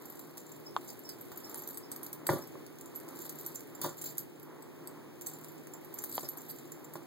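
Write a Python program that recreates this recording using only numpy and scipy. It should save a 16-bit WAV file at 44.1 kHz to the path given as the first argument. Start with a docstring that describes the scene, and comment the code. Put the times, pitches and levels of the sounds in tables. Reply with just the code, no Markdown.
"""A low ventilation hum, soft rustling and small bright clinks open the scene: a cat chases a wand toy on carpet.
Its coat and paws are grainy filtered noise; bell, tag, ring and buckle on its collar are fur-damped ringing
modes with noise ticks and scrapes. Faint chirps are narrow noise bands; the toy snaps with a brief tone and crack.
A cardboard box answers bumps with panel modes, crunch, scuff and low thuds.
A camera with two microphone ports widens the stereo and trims the lowest and highest sound."""
import sys
import numpy as np
from scipy import signal
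from scipy.fft import rfft, irfft, next_fast_len
from scipy.io import wavfile

SR = 44100
rng = np.random.default_rng(int(sys.argv[2]) if len(sys.argv) > 2 else 0)


def store_wav(level_fs):
    """Save 16-bit WAV to argv[1]."""
    pcm = np.round(np.clip(np.atleast_2d(level_fs), -1, 1) * 32767)
    wavfile.write(sys.argv[1], SR, pcm.T.astype(np.int16))


N = 311346

# Levels in these tables are relative: the layers set their own gains on top.
# steady room air: f/Hz, level density/dB per Hz
AIR_SPECTRUM = [(30, -83), (60, -91), (85, -93.5), (120, -81), (200, -85.5), (270, -75.5), (370, -76),
                (500, -82), (1000, -93), (1450, -99), (2200, -100), (4000, -108), (10000, -111),
                (15500, -107)]
# ventilation duct resonances: f/Hz, width/Hz, level/dB
DUCT_RESONANCES = [(121.2, 2.5, -70), (154.73, 2.55, -62.5), (320, 15, -64), (348.9, 7.8, -60.5)]
# how briskly the cat moves, heard as coat and collar rustle: t/s, level/dB
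MOTION = [(0, -62), (0.62, -68), (0.88, -58.5), (1.1, -63), (1.65, -60), (1.86, -69), (2.22, -68.5),
          (2.35, -60), (2.7, -74), (3.28, -58), (3.72, -68.5), (3.95, -70.5), (4.07, -57), (4.15, -67.5),
          (4.35, -73.5), (5.14, -78.5), (5.28, -59), (5.62, -72), (5.9, -69.5), (6.15, -55), (6.4, -64),
          (7.06, -69.5)]
# paws working on the carpet: t/s, level/dB
PAW_TREAD = [(0, -58.5), (0.68, -59), (0.85, -58.5), (1.3, -63), (1.53, -51), (2.1, -58.5), (2.4, -48.5),
             (2.6, -80), (2.83, -57.5), (3.3, -55), (3.65, -63), (3.88, -50), (4.3, -73), (4.5, -54),
             (4.8, -59), (5.7, -59), (6.4, -61.5), (7.06, -56.5)]
# colour of the coat's rustle: f/Hz, level/dB
COAT_SPECTRUM = [(1000, -6), (2500, -4), (4000, 15), (6500, 5.5), (9500, 11.5), (13000, 17), (15500, 11)]
# colour of the paws on carpet: f/Hz, level/dB
PAW_SPECTRUM = [(50, -30), (100, -16), (300, 12), (600, 3.5), (1000, 4), (1500, -8), (2200, -10.5),
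                (4000, -113)]
# clear clinks of the collar: t/s, ringing level/dB, contact tick level/dB, piece hit
CLINKS = [(0.055, -52, -55, "ring"), (0.099, -50, -57.5, "ring"), (0.1927, -51, -50.5, "ring"),
          (0.372, -66, -50, "bell"), (0.379, -66, -44.5, "bell"), (0.517, -55.5, -53.5, "bell"),
          (0.8797, -57, -53, "bell"), (0.89, -52.5, -50, "buckle"), (0.9013, -55, -48, "bell"),
          (0.9911, -53.5, -60, "ring"), (1.0904, -45, -44, "buckle"), (1.098, -50, -58, "buckle"),
          (1.21, -49.5, -65, "ring"), (1.317, -46, -60, "rim"), (1.374, -47.5, -50, "ring"),
          (1.514, -57, -62, "bell"), (1.5435, -50, -42.5, "rim"), (1.5563, -49, -55, "ring"),
          (1.574, -53, -50, "ring"), (1.62, -50, -70, "ring"), (1.6743, -43, -51, "ring"),
          (1.6878, -49, -48.5, "ring"), (1.744, -56, -56, "tag"), (1.7728, -49, -46.5, "tag"),
          (1.779, -55, -60, "ring"), (1.916, -49, -46, "tag"), (1.925, -60, -51, "buckle"),
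          (1.9614, -49, -46, "ring"), (2.031, -46.5, -48, "ring"), (2.0435, -52, -57, "ring"),
          (2.064, -56.5, -44.5, "buckle"), (2.129, -47, -42.5, "ring"), (2.1323, -56, -51, "ring"),
          (2.2674, -41.5, -39.5, "tag"), (2.269, -45, -43, "tag"), (2.327, -49, -56, "ring"),
          (2.342, -52, -58, "ring"), (2.381, -56, -58, "ring"), (2.473, -53, -63, "ring"),
          (2.664, -60, -52.5, "buckle"), (2.7856, -66, -52.5, "bell"), (2.81, -60, -48.5, "bell"),
          (2.858, -58, -55, "bell"), (2.952, -51, -61, "ring"), (2.959, -43.5, -55, "ring"),
          (3, -66, -53, "tag"), (3.0869, -59, -51, "bell"), (3.1893, -59, -47, "bell"),
          (3.2525, -50.5, -49.5, "ring"), (3.294, -52, -43.5, "tag"), (3.387, -44, -51, "rim"),
          (3.396, -47, -55, "rim"), (3.41, -54, -51, "rim"), (3.4625, -43, -44.5, "ring"),
          (3.548, -44, -54, "rim"), (3.556, -44.5, -48, "bell"), (3.6063, -60, -50.5, "bell"),
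          (3.75, -52, -61, "bell"), (3.815, -36.5, -39.5, "rim"), (3.839, -47, -48, "rim"),
          (3.862, -42, -50, "rim"), (3.8923, -48.5, -61, "bell"), (3.97, -55, -69, "ring"),
          (4.014, -50, -44, "rim"), (4.0186, -50, -43, "bell"), (4.0402, -40, -44.5, "rim"),
          (4.111, -63, -58, "bell"), (4.171, -61, -60, "ring"), (4.181, -38.5, -37, "ring"),
          (4.1894, -52, -49, "buckle"), (4.3975, -62, -56, "ring"), (4.4294, -55, -62, "ring"),
          (4.623, -59.5, -62, "tag"), (4.873, -50.5, -53.5, "tag"), (5.211, -57, -47.5, "ring"),
          (5.218, -51.5, -51, "bell"), (5.262, -48, -52, "bell"), (5.268, -44.5, -43, "tag"),
          (5.336, -56, -54, "bell"), (5.4448, -66, -49.5, "tag"), (5.6705, -64, -53.5, "bell"),
          (5.736, -49.5, -57, "bell"), (5.8462, -55, -58, "ring"), (5.9402, -45, -57, "ring"),
          (5.987, -44.5, -44.5, "bell"), (6.0197, -52, -54, "ring"), (6.0383, -46, -37.5, "rim"),
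          (6.0437, -48, -46, "ring"), (6.0934, -49, -65, "ring"), (6.115, -55, -52, "tag"),
          (6.125, -49.5, -55, "tag"), (6.2077, -52, -60, "tag"), (6.218, -58, -53, "ring"),
          (6.2315, -55, -50, "bell"), (6.287, -42.5, -47, "ring"), (6.315, -55, -74, "ring"),
          (6.372, -47, -54, "ring"), (6.417, -58, -51, "ring"), (6.495, -53, -58, "ring"),
          (6.51, -55, -61, "ring"), (6.719, -50, -50.5, "bell"), (6.845, -54.5, -59.5, "bell"),
          (6.9366, -51.5, -50, "ring")]
# collar pieces sliding along each other: t/s, length/s, level/dB, piece rubbed
SCRAPES = [(0.383, 0.047, -65, "bell"), (1.563, 0.062, -56, "ring"), (1.684, 0.041, -53.5, "ring"),
           (2.032, 0.028, -55, "ring"), (3.194, 0.043, -58, "bell"), (3.823, 0.03, -45, "rim"),
           (3.971, 0.029, -55.5, "bell"), (4.049, 0.024, -45.5, "rim"), (4.044, 0.06, -59.5, "buckle"),
           (4.092, 0.022, -53.5, "bell"), (5.275, 0.029, -54.5, "tag"), (6.137, 0.026, -48, "ring"),
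           (6.21, 0.069, -62, "ring"), (6.235, 0.035, -57, "buckle"), (6.485, 0.035, -58, "buckle"),
           (6.476, 0.055, -51, "ring")]
# how a hit on one piece spreads over the collar, by piece hit:
# bell low-note level/dB, bell high-note level/dB, tag level/dB, ring level/dB, buckle level/dB
COLLAR_SHARES = {"bell": (-6, -5, -21, -9, -20), "rim": (-18.5, -3, -37, -18, -36),
                 "tag": (-22, -20, -1.5, -2, -13), "ring": (-21, -16, -18, -1, -28),
                 "buckle": (-23, -17, -12, -9, -4.5)}
# the bell's low note, modes before detune and fur damping: f/Hz, level/dB, t60/s
BELL_LOW_MODES = [(6290, -11, 0.061), (6850, -8, 0.033), (7277, 3.5, 0.053)]
# the bell's high note, likewise: f/Hz, level/dB, t60/s
BELL_HIGH_MODES = [(14420, -5.5, 0.06), (14950, -6, 0.014), (15450, -5, 0.012)]
# the tag, likewise: f/Hz, level/dB, t60/s
TAG_MODES = [(4685, -15, 0.02), (7950, -3, 0.025), (7960, 2, 0.058)]
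# the ring, likewise: f/Hz, level/dB, t60/s
RING_MODES = [(4750, -27.5, 0.027), (11640, -4.5, 0.018), (11800, -1.5, 0.032), (11950, -0.5, 0.04),
              (12220, -14, 0.025), (12920, -5.5, 0.036)]
# the buckle, likewise: f/Hz, level/dB, t60/s
BUCKLE_MODES = [(4090, -8, 0.016), (4470, -3.5, 0.021), (4785, -1.5, 0.036), (5300, -4.5, 0.035),
                (9430, -9, 0.017)]
# shared colour of the contact ticks: f/Hz, level/dB
TICK_SPECTRUM = [(1000, -5), (2500, -10.5), (4500, -8.5), (7000, 0.5), (10000, 1.5), (13000, 1.5),
                 (15500, 5)]
# faint high chirps somewhere in the room: t/s, level/dB, f/Hz
CHIRPS = [(0.655, -57, 5250), (1.043, -58.5, 5300), (1.432, -57, 5450), (1.822, -63, 5160),
          (2.41, -63, 5400)]
# dry snaps of the toy: t/s, level/dB, f/Hz, time to the peak/s, crack level/dB relative to the snap
SNAPS = [(0.7644, -20.5, 956, 0.001, -14.5), (2.2672, -42, 2100, 0.0006, 3),
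         (6.1796, -24, 700, 0.0011, -5.5), (6.1812, -41.5, 1076, 0.0028, -29)]
# colour of the toy's crack: f/Hz, level/dB
CRACK_SPECTRUM = [(800, 4.5), (1900, -3.5), (2500, -1), (3300, 3), (4400, -5), (5500, -14), (9000, -32)]
# bumps against the box: t/s, level/dB, first-step hardness f/Hz, weight on the lowest modes level/dB,
# scuff level/dB, share of the free ring time [0-1]
BUMPS = [(1.318, -46, 2220, -12, -53, 0.4), (2.2906, -22.5, 2090, -21, -42, 0.61),
         (2.296, -28.5, 1110, 0, -42.5, 0.97), (2.3156, -30, 1300, -14, -48, 0.82),
         (2.3335, -24.5, 360, -19, -50, 0.855), (2.357, -30, 520, -15, -52, 0.99),
         (2.392, -44.5, 900, -4, -59, 0.94), (2.554, -44.5, 1290, -15, -80, 0.37),
         (3.816, -45, 2000, -9, -43, 0.98), (3.8428, -33.5, 1290, -9, -41, 0.8),
         (3.8485, -31.5, 1000, -11, -48, 0.98), (3.886, -44.5, 1100, -6, -53, 1),
         (6.230, -38.5, 850, -9, -56, 1), (6.9551, -36, 1780, -26, -49.5, 0.39)]
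# panel modes of the box, before detune and paw damping: f/Hz, level/dB, t60/s
BOX_MODES = [(79.3, 5, 0.2), (120.7, 2, 0.21), (151.6, 1.5, 0.2), (257, -11, 0.3), (321, -2, 0.15),
             (349.2, -1.5, 0.24), (410, -12, 0.11), (552.3, -6, 0.23), (604, -1.5, 0.15), (705, -5.5, 0.13),
             (817, -5, 0.11), (991, -0.5, 0.11), (1038, -14, 0.16), (1157, -5, 0.19), (1414, -9, 0.14),
             (1690, -14, 0.1), (1750, -5.5, 0.095), (1950, -15.5, 0.092)]
# colour of crunching card: f/Hz, level/dB
CRUNCH_SPECTRUM = [(100, 2), (330, 7), (600, 8.5), (1050, 3), (1400, -8), (1900, 1.5), (2400, -9),
                   (4000, -50)]
# colour of scuffing along card: f/Hz, level/dB
SCUFF_SPECTRUM = [(800, 9.5), (2500, -8), (3500, 5), (3780, 4.5), (4050, 1), (4450, 5), (5000, 1),
                  (8000, 1), (12000, 3.5), (15500, -2)]
# hard blows dent the card, which springs back, and one sets the whole box swinging slowly: t/s, level/dB, f/Hz,
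# time to the peak/s
BLOW_SWINGS = [(2.2913, -22.5, 960, 0.0021), (2.2925, -24, 118, 0.009), (2.3322, -25.5, 352, 0.006),
               (2.355, -36, 347, 0.011), (3.8435, -29.5, 960, 0.0027), (3.856, -33.5, 300, 0.006),
               (6.9547, -37, 790, 0.0012)]

ROOM_T60_S = 0.18
CLINK_SIZE = SR // 20  # samples, 50 ms
TICK_RISE_S, TICK_T60_S, TICK_TINT_DB = 0.0006, 0.009, 3.5
GRAZE_DB, CHATTER_DB, REBOUND_DB = -24, -11, -17  # relative to the main clink
BOX_DETUNE = 0.004  # relative spread of mode frequency
PORT_LAG = 16  # samples
TOP_HZ = 15800


def undb(db):
    """Decibels to gain."""
    return 10 ** (np.asarray(db) / 20)


def seconds(length):
    """Time axis of that length in seconds."""
    return np.arange(int(length * SR)) / SR


def add(track, start, sound):
    """Mix a sound into a two-port track from a start time in seconds."""
    i = int(max(start, 0) * SR)
    track[:, i:i + sound.shape[-1]] += sound[..., :max(N - i, 0)]


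def colour(x, points):
    """Shape the spectrum by (f/Hz, level/dB) points."""
    hz, db = np.transpose(points)
    size = next_fast_len(x.shape[-1], real=True)
    f = np.fft.rfftfreq(size, 1 / SR)
    gain = undb(np.interp(np.log(f + 1), np.log(hz), db))
    return irfft(rfft(x, size) * gain, size)[..., :x.shape[-1]]


def unit(x):
    """Scale to rms 1."""
    return x / np.sqrt(np.mean(x ** 2))


def noise(size, alike=0):
    """White noise at the two ports; alike is their correlation."""
    mid, side = rng.standard_normal((2, size))
    opposite = side * np.array([[1], [-1]])
    return (np.sqrt(1 + alike) * mid + np.sqrt(1 - alike) * opposite) / np.sqrt(2)


def walk(rate):
    """Random wander with a spread near 1, gliding between new values at this rate per second."""
    knots = rng.standard_normal(1000)
    return np.interp(np.arange(N) / SR * rate, np.arange(len(knots)), knots)


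def fade(t, t60):
    """Exponential decay, down 60 dB after t60 seconds."""
    return undb(-60 * t / t60)


def swell(t, peak_s):
    """Smooth rise to 1 and fall again: a soft contact."""
    return (t / peak_s * np.exp(1 - t / peak_s)) ** 3


def soften(x, hz):
    """Second-order low-pass: a soft contact pushes longer."""
    return signal.sosfilt(signal.butter(2, min(hz, SR / 3), fs=SR, output="sos"), x)


def room(x, wet_db, t60):
    """Add room reflections as a decaying noise tail, different at each port."""
    t = seconds(.4)
    tail = noise(len(t)) * fade(t, t60) * (t > .003)
    tail /= np.sqrt(np.sum(tail ** 2, axis=1, keepdims=True))
    return x + undb(wet_db) * signal.fftconvolve(x, tail, axes=1)[:, :N]


def ventilation(waver_db=1.0):
    """Steady room air with narrow duct resonances, wavering gently in level."""
    air = colour(noise(N, alike=0.03), AIR_SPECTRUM) * np.sqrt(SR / 2)
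    for hz, width, db in DUCT_RESONANCES:
        peak = signal.iirpeak(hz, hz / width, fs=SR)
        air += undb(db) * unit(signal.lfilter(*peak, noise(N, alike=0.13)))
    return air * undb(waver_db * walk(5.077))


def jolts(lead_s=0.0033, settle_s=0.026, jolt_db=-15.5):
    """Power of the coat's rustle around each clink: the jerk that swings the collar stirs the fur too."""
    t, power = np.arange(N) / SR, np.zeros(N)
    for start, _, tick_db, _ in CLINKS:
        near = slice(*np.searchsorted(t, [start - .1, start + .3]))
        since = t[near] - start
        surge = np.exp(np.minimum(since / lead_s, -since / settle_s))
        power[near] += (undb(tick_db + jolt_db) * surge) ** 2
    return power


def rustle(coat_db, paws_db, grain_db=3.5, coat_gain_db=-1, paws_gain_db=-3, carpet_grain=0.45):
    """Hairs and carpet fibres slip in countless tiny grains of uneven size."""
    # one random level per 64 samples
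    grains = np.repeat(undb(grain_db * rng.standard_normal(N // 64 + 1)), 64)[:N]
    coat = unit(colour(noise(N) * grains * undb([[0], [-3]]), COAT_SPECTRUM))
    # the soft pile evens the grains out
    paws = unit(colour(noise(N, alike=0.84) * grains ** carpet_grain, PAW_SPECTRUM))
    return coat * undb(coat_db + coat_gain_db) + paws * undb(paws_db + paws_gain_db)


def glances(clinks, db, gap_s, spread_s):
    """Weaker contacts at other spots, shortly before or after each clink."""
    chance = rng.random(clinks.shape)
    starts = clinks[:, 0] + gap_s + spread_s * chance[:, 0]
    levels = clinks[:, 1:] + db + 10 * (chance[:, 1:] - .5)
    return np.column_stack([starts, levels])


def contacts(motion_db, touch_dbs=(-2, -7, -9, -12, -1, -18), spread_db=3.5, count=180):
    """Clear clinks with grazes, chatter and rebounds, and small touches thicker and louder with motion."""
    # rows of t/s, tick level/dB, then a level/dB for each voice of the collar
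    clinks = np.array([(start, tick_db, *(db + np.array(COLLAR_SHARES[piece])))
                       for start, db, tick_db, piece in CLINKS])
    # the pieces graze just before they hit, chatter as they meet, and bounce once more a little later
    grazes = glances(clinks, GRAZE_DB, gap_s=-.003, spread_s=-0.0064)
    chatter = glances(clinks, CHATTER_DB, gap_s=.0015, spread_s=0.0044)
    rebounds = glances(clinks, REBOUND_DB, gap_s=.004, spread_s=.02)
    # brisk motion fills the running total faster, so it draws more touches
    busy = np.cumsum(undb(.5 * motion_db))
    shares = (np.arange(count) + rng.random(count)) / count
    starts = np.searchsorted(busy, busy[-1] * shares)
    scatter = spread_db * rng.standard_normal((count, len(touch_dbs)))
    levels = motion_db[starts, None] + np.array(touch_dbs) + scatter
    touches = np.column_stack([starts / SR, levels])
    return np.vstack([clinks, grazes, chatter, rebounds, touches])


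def tick(count=8):
    """Contact noise with a colour of its own: every spot on the metal favours other bands."""
    tint_db = TICK_TINT_DB * rng.standard_normal(count)
    tint = np.column_stack([np.geomspace(3000, 16000, count), tint_db])
    return unit(colour(noise(CLINK_SIZE), tint))


def strike(modes, scatter_db=6.0, detune=0.0041, far_port_db=-5, fur_db=1.5):
    """One blow on metal: the contact point changes mode shares and tuning, the fur their length."""
    hz, db, t60 = np.transpose(modes)[:, :, None]
    size, tune, side = rng.standard_normal((3, len(modes), 1))
    t60 = t60 * undb(fur_db * rng.uniform(-1.5, 1))
    share = undb(db + scatter_db * size)
    # the scatter moves strength between modes but keeps their total
    share *= np.linalg.norm(undb(db)) / np.linalg.norm(share)
    pole = np.exp((2j * np.pi * hz * (1 + detune * tune) - np.log(1000) / t60) / SR)
    waves = share * np.cumprod(np.repeat(pole, CLINK_SIZE, axis=1), axis=1)
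    near = waves.imag.sum(0)
    # the far port is shadowed and hears each mode a quarter cycle early or late
    far = undb(far_port_db) * (np.sign(side) * waves.real).sum(0)
    return np.array([near, far])


def jingle(piece_dbs):
    """The bell's two notes, the tag, the ring and the buckle, struck together at these levels."""
    pieces = (BELL_LOW_MODES, BELL_HIGH_MODES, TAG_MODES, RING_MODES, BUCKLE_MODES)
    return sum(undb(db) * strike(modes) for db, modes in zip(piece_dbs, pieces))


def scrapes(catch_db=8):
    """Sliding metal catches and slips many times, which keeps the pieces buzzing."""
    out = np.zeros((2, N))
    for start, length, db, piece in SCRAPES:
        size = int(length * SR)
        push, catch = rng.standard_normal((2, size))
        friction = push * undb(catch_db * catch) * np.hanning(size)
        buzz = signal.fftconvolve(friction[None], jingle(COLLAR_SHARES[piece]), axes=1)
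        add(out, start, undb(db) * buzz / np.std(buzz[:, :size]))
    return out


def collar(motion_db, tick_db=14.3, ring_db=10.5, far_port_db=-3):
    """Metal slides onto metal: a short tick, then the pieces ring."""
    ticks, rings = np.zeros((2, 2, N))
    t = np.arange(CLINK_SIZE) / SR
    contact = 1 - np.exp(-t / TICK_RISE_S)
    tick_shape = contact * fade(t, TICK_T60_S) * undb([[0], [far_port_db]])
    for start, tick_level, *piece_levels in contacts(motion_db):
        add(ticks, start, undb(tick_level) * tick_shape * tick())
        add(rings, start, contact * jingle(piece_levels))
    metal = undb(tick_db) * colour(ticks, TICK_SPECTRUM) + undb(ring_db) * rings + scrapes()
    return room(metal, wet_db=-7.5, t60=ROOM_T60_S)


def chirps(peak_s=0.014, width=0.055, ring_t60=0.22):
    """Short narrow noise bands swell and fall as chirps, blurred by the room."""
    out, t = np.zeros((2, N)), seconds(0.11)
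    for start, db, hz in CHIRPS:
        band = [(hz * (1 - width) ** 2, -40), (hz * (1 - width), -9), (hz, 0),
                (hz * (1 + width), -9), (hz * (1 + width) ** 3, -32)]
        chirp = unit(colour(noise(len(t), alike=-0.4), band))
        add(out, start, undb(db) * chirp * swell(t, peak_s))
    return room(out, wet_db=-0.5, t60=ring_t60)


def toy(crack_t60=0.009):
    """The toy snaps with a few dead cycles and a crack."""
    snaps, t = np.zeros((2, N)), seconds(0.037)
    for start, db, hz, peak_s, crack_db in SNAPS:
        body = np.sin(2 * np.pi * hz * t) * swell(t, peak_s)
        crack = unit(colour(noise(len(t)), CRACK_SPECTRUM)) * fade(t, crack_t60)
        add(snaps, start, undb(db) * (undb(crack_db) * crack - body))
    return room(snaps, wet_db=-10.0, t60=0.05)


def judder(gap_s=0.00506, gap_growth=1.68, loss_db=-4, softening=0.85, count=3):
    """Card gives way in steps, later, weaker and softer: rows of delay/s, level/dB, share of hardness."""
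    return [(gap_s * np.sum(gap_growth ** np.arange(k)), k * loss_db, softening ** k) for k in range(count)]


def box_panels(t, weight_db, free, body_db=-10, port_spread=0.41):
    """The card panels drum in decaying modes; body weight moves the whole box."""
    hz, db, t60 = np.transpose(BOX_MODES)[:, :, None]
    # every spot answers with a slightly different tuning
    tune, skew = rng.standard_normal((2, len(BOX_MODES), 1))
    level = undb(db + body_db + weight_db * (hz < 200))
    waves = level * fade(t, t60 * free) * np.exp(2j * np.pi * hz * (1 + BOX_DETUNE * tune) * t)
    # the wide panels reach the two ports out of step
    return np.array([(waves * np.exp(1j * side * port_spread * skew)).imag.sum(0) for side in (1, -1)])


def box(crunch_db=-8, crunch_t60=0.087, scuff_t60=0.19):
    """Bumps drum the panels, crunch and scuff the card; a paw that stays on it cuts the ring short."""
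    out, t = np.zeros((2, N)), seconds(0.25)
    for start, level_db, hard_hz, weight_db, scuff_db, free in BUMPS:
        for delay, step_db, softer in judder():
            panels = box_panels(t, weight_db, free)
            crunch = unit(colour(noise(len(t), alike=0.9), CRUNCH_SPECTRUM)) * fade(t, crunch_t60 * free)
            blow = soften(panels + undb(crunch_db) * crunch, hard_hz * softer)
            add(out, start + delay * free, undb(level_db + step_db) * blow)
        scuff = unit(colour(noise(len(t)), SCUFF_SPECTRUM)) * fade(t, scuff_t60 * free)
        add(out, start, undb(scuff_db) * scuff)
    # a small box radiates little deep bass
    radiation = [(45, -32), (70, -7), (110, 1.5), (180, 3.0), (250, -2.5), (350, 0.0)]
    return room(colour(out, radiation), wet_db=-6.5, t60=ROOM_T60_S)


def thuds(thud_hz=108, peak_s=0.0076, thud_db=-7.5):
    """The cat's weight swings the whole box for a few slow cycles; hard blows dent the card as well, and one
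    sets the box swinging."""
    out, t = np.zeros((2, N)), seconds(.1)
    for start, level_db, _, weight_db, *_ in BUMPS:
        thud = swell(t, peak_s) * np.sin(2 * np.pi * thud_hz * t)
        add(out, start, undb(level_db + weight_db + thud_db) * thud)
    for start, db, hz, swing_s in BLOW_SWINGS:
        add(out, start, undb(db) * swell(t, swing_s) * np.sin(2 * np.pi * hz * t))
    return out


def scene(fidget_db=2.5, step_db=3.0):
    """Everything as it reaches the two ports; the cat's movement comes in small uneven surges."""
    t = np.arange(N) / SR
    motion_db = np.interp(t, *np.transpose(MOTION)) + fidget_db * walk(12)
    paws_db = np.interp(t, *np.transpose(PAW_TREAD)) + step_db * walk(8)
    coat_db = 10 * np.log10(undb(motion_db) ** 2 + jolts())
    cat = rustle(coat_db, paws_db) + collar(motion_db)
    return ventilation() + cat + chirps() + toy() + box() + thuds()


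def record(dry, cross_db=1.0, balance_db=-0.6, low_cut_hz=75):
    """The camera subtracts each port, delayed, from the other to widen; it cuts the rumble and the top."""
    other = np.pad(dry[::-1], ((0, 0), (PORT_LAG, 0)))[:, :N]
    cross = [(60, -5), (130, -10), (400, -63.0), (750, -5.5), (1300, cross_db), (16000, cross_db)]
    wide = dry - colour(other, cross)
    wide = wide * undb(np.array([[balance_db], [-balance_db]]) / 2)
    wide = signal.sosfilt(signal.butter(2, low_cut_hz, "high", fs=SR, output="sos"), wide)
    return signal.sosfilt(signal.ellip(10, .2, 80, TOP_HZ, fs=SR, output="sos"), wide)


dry = scene()
out = record(dry)
store_wav(out)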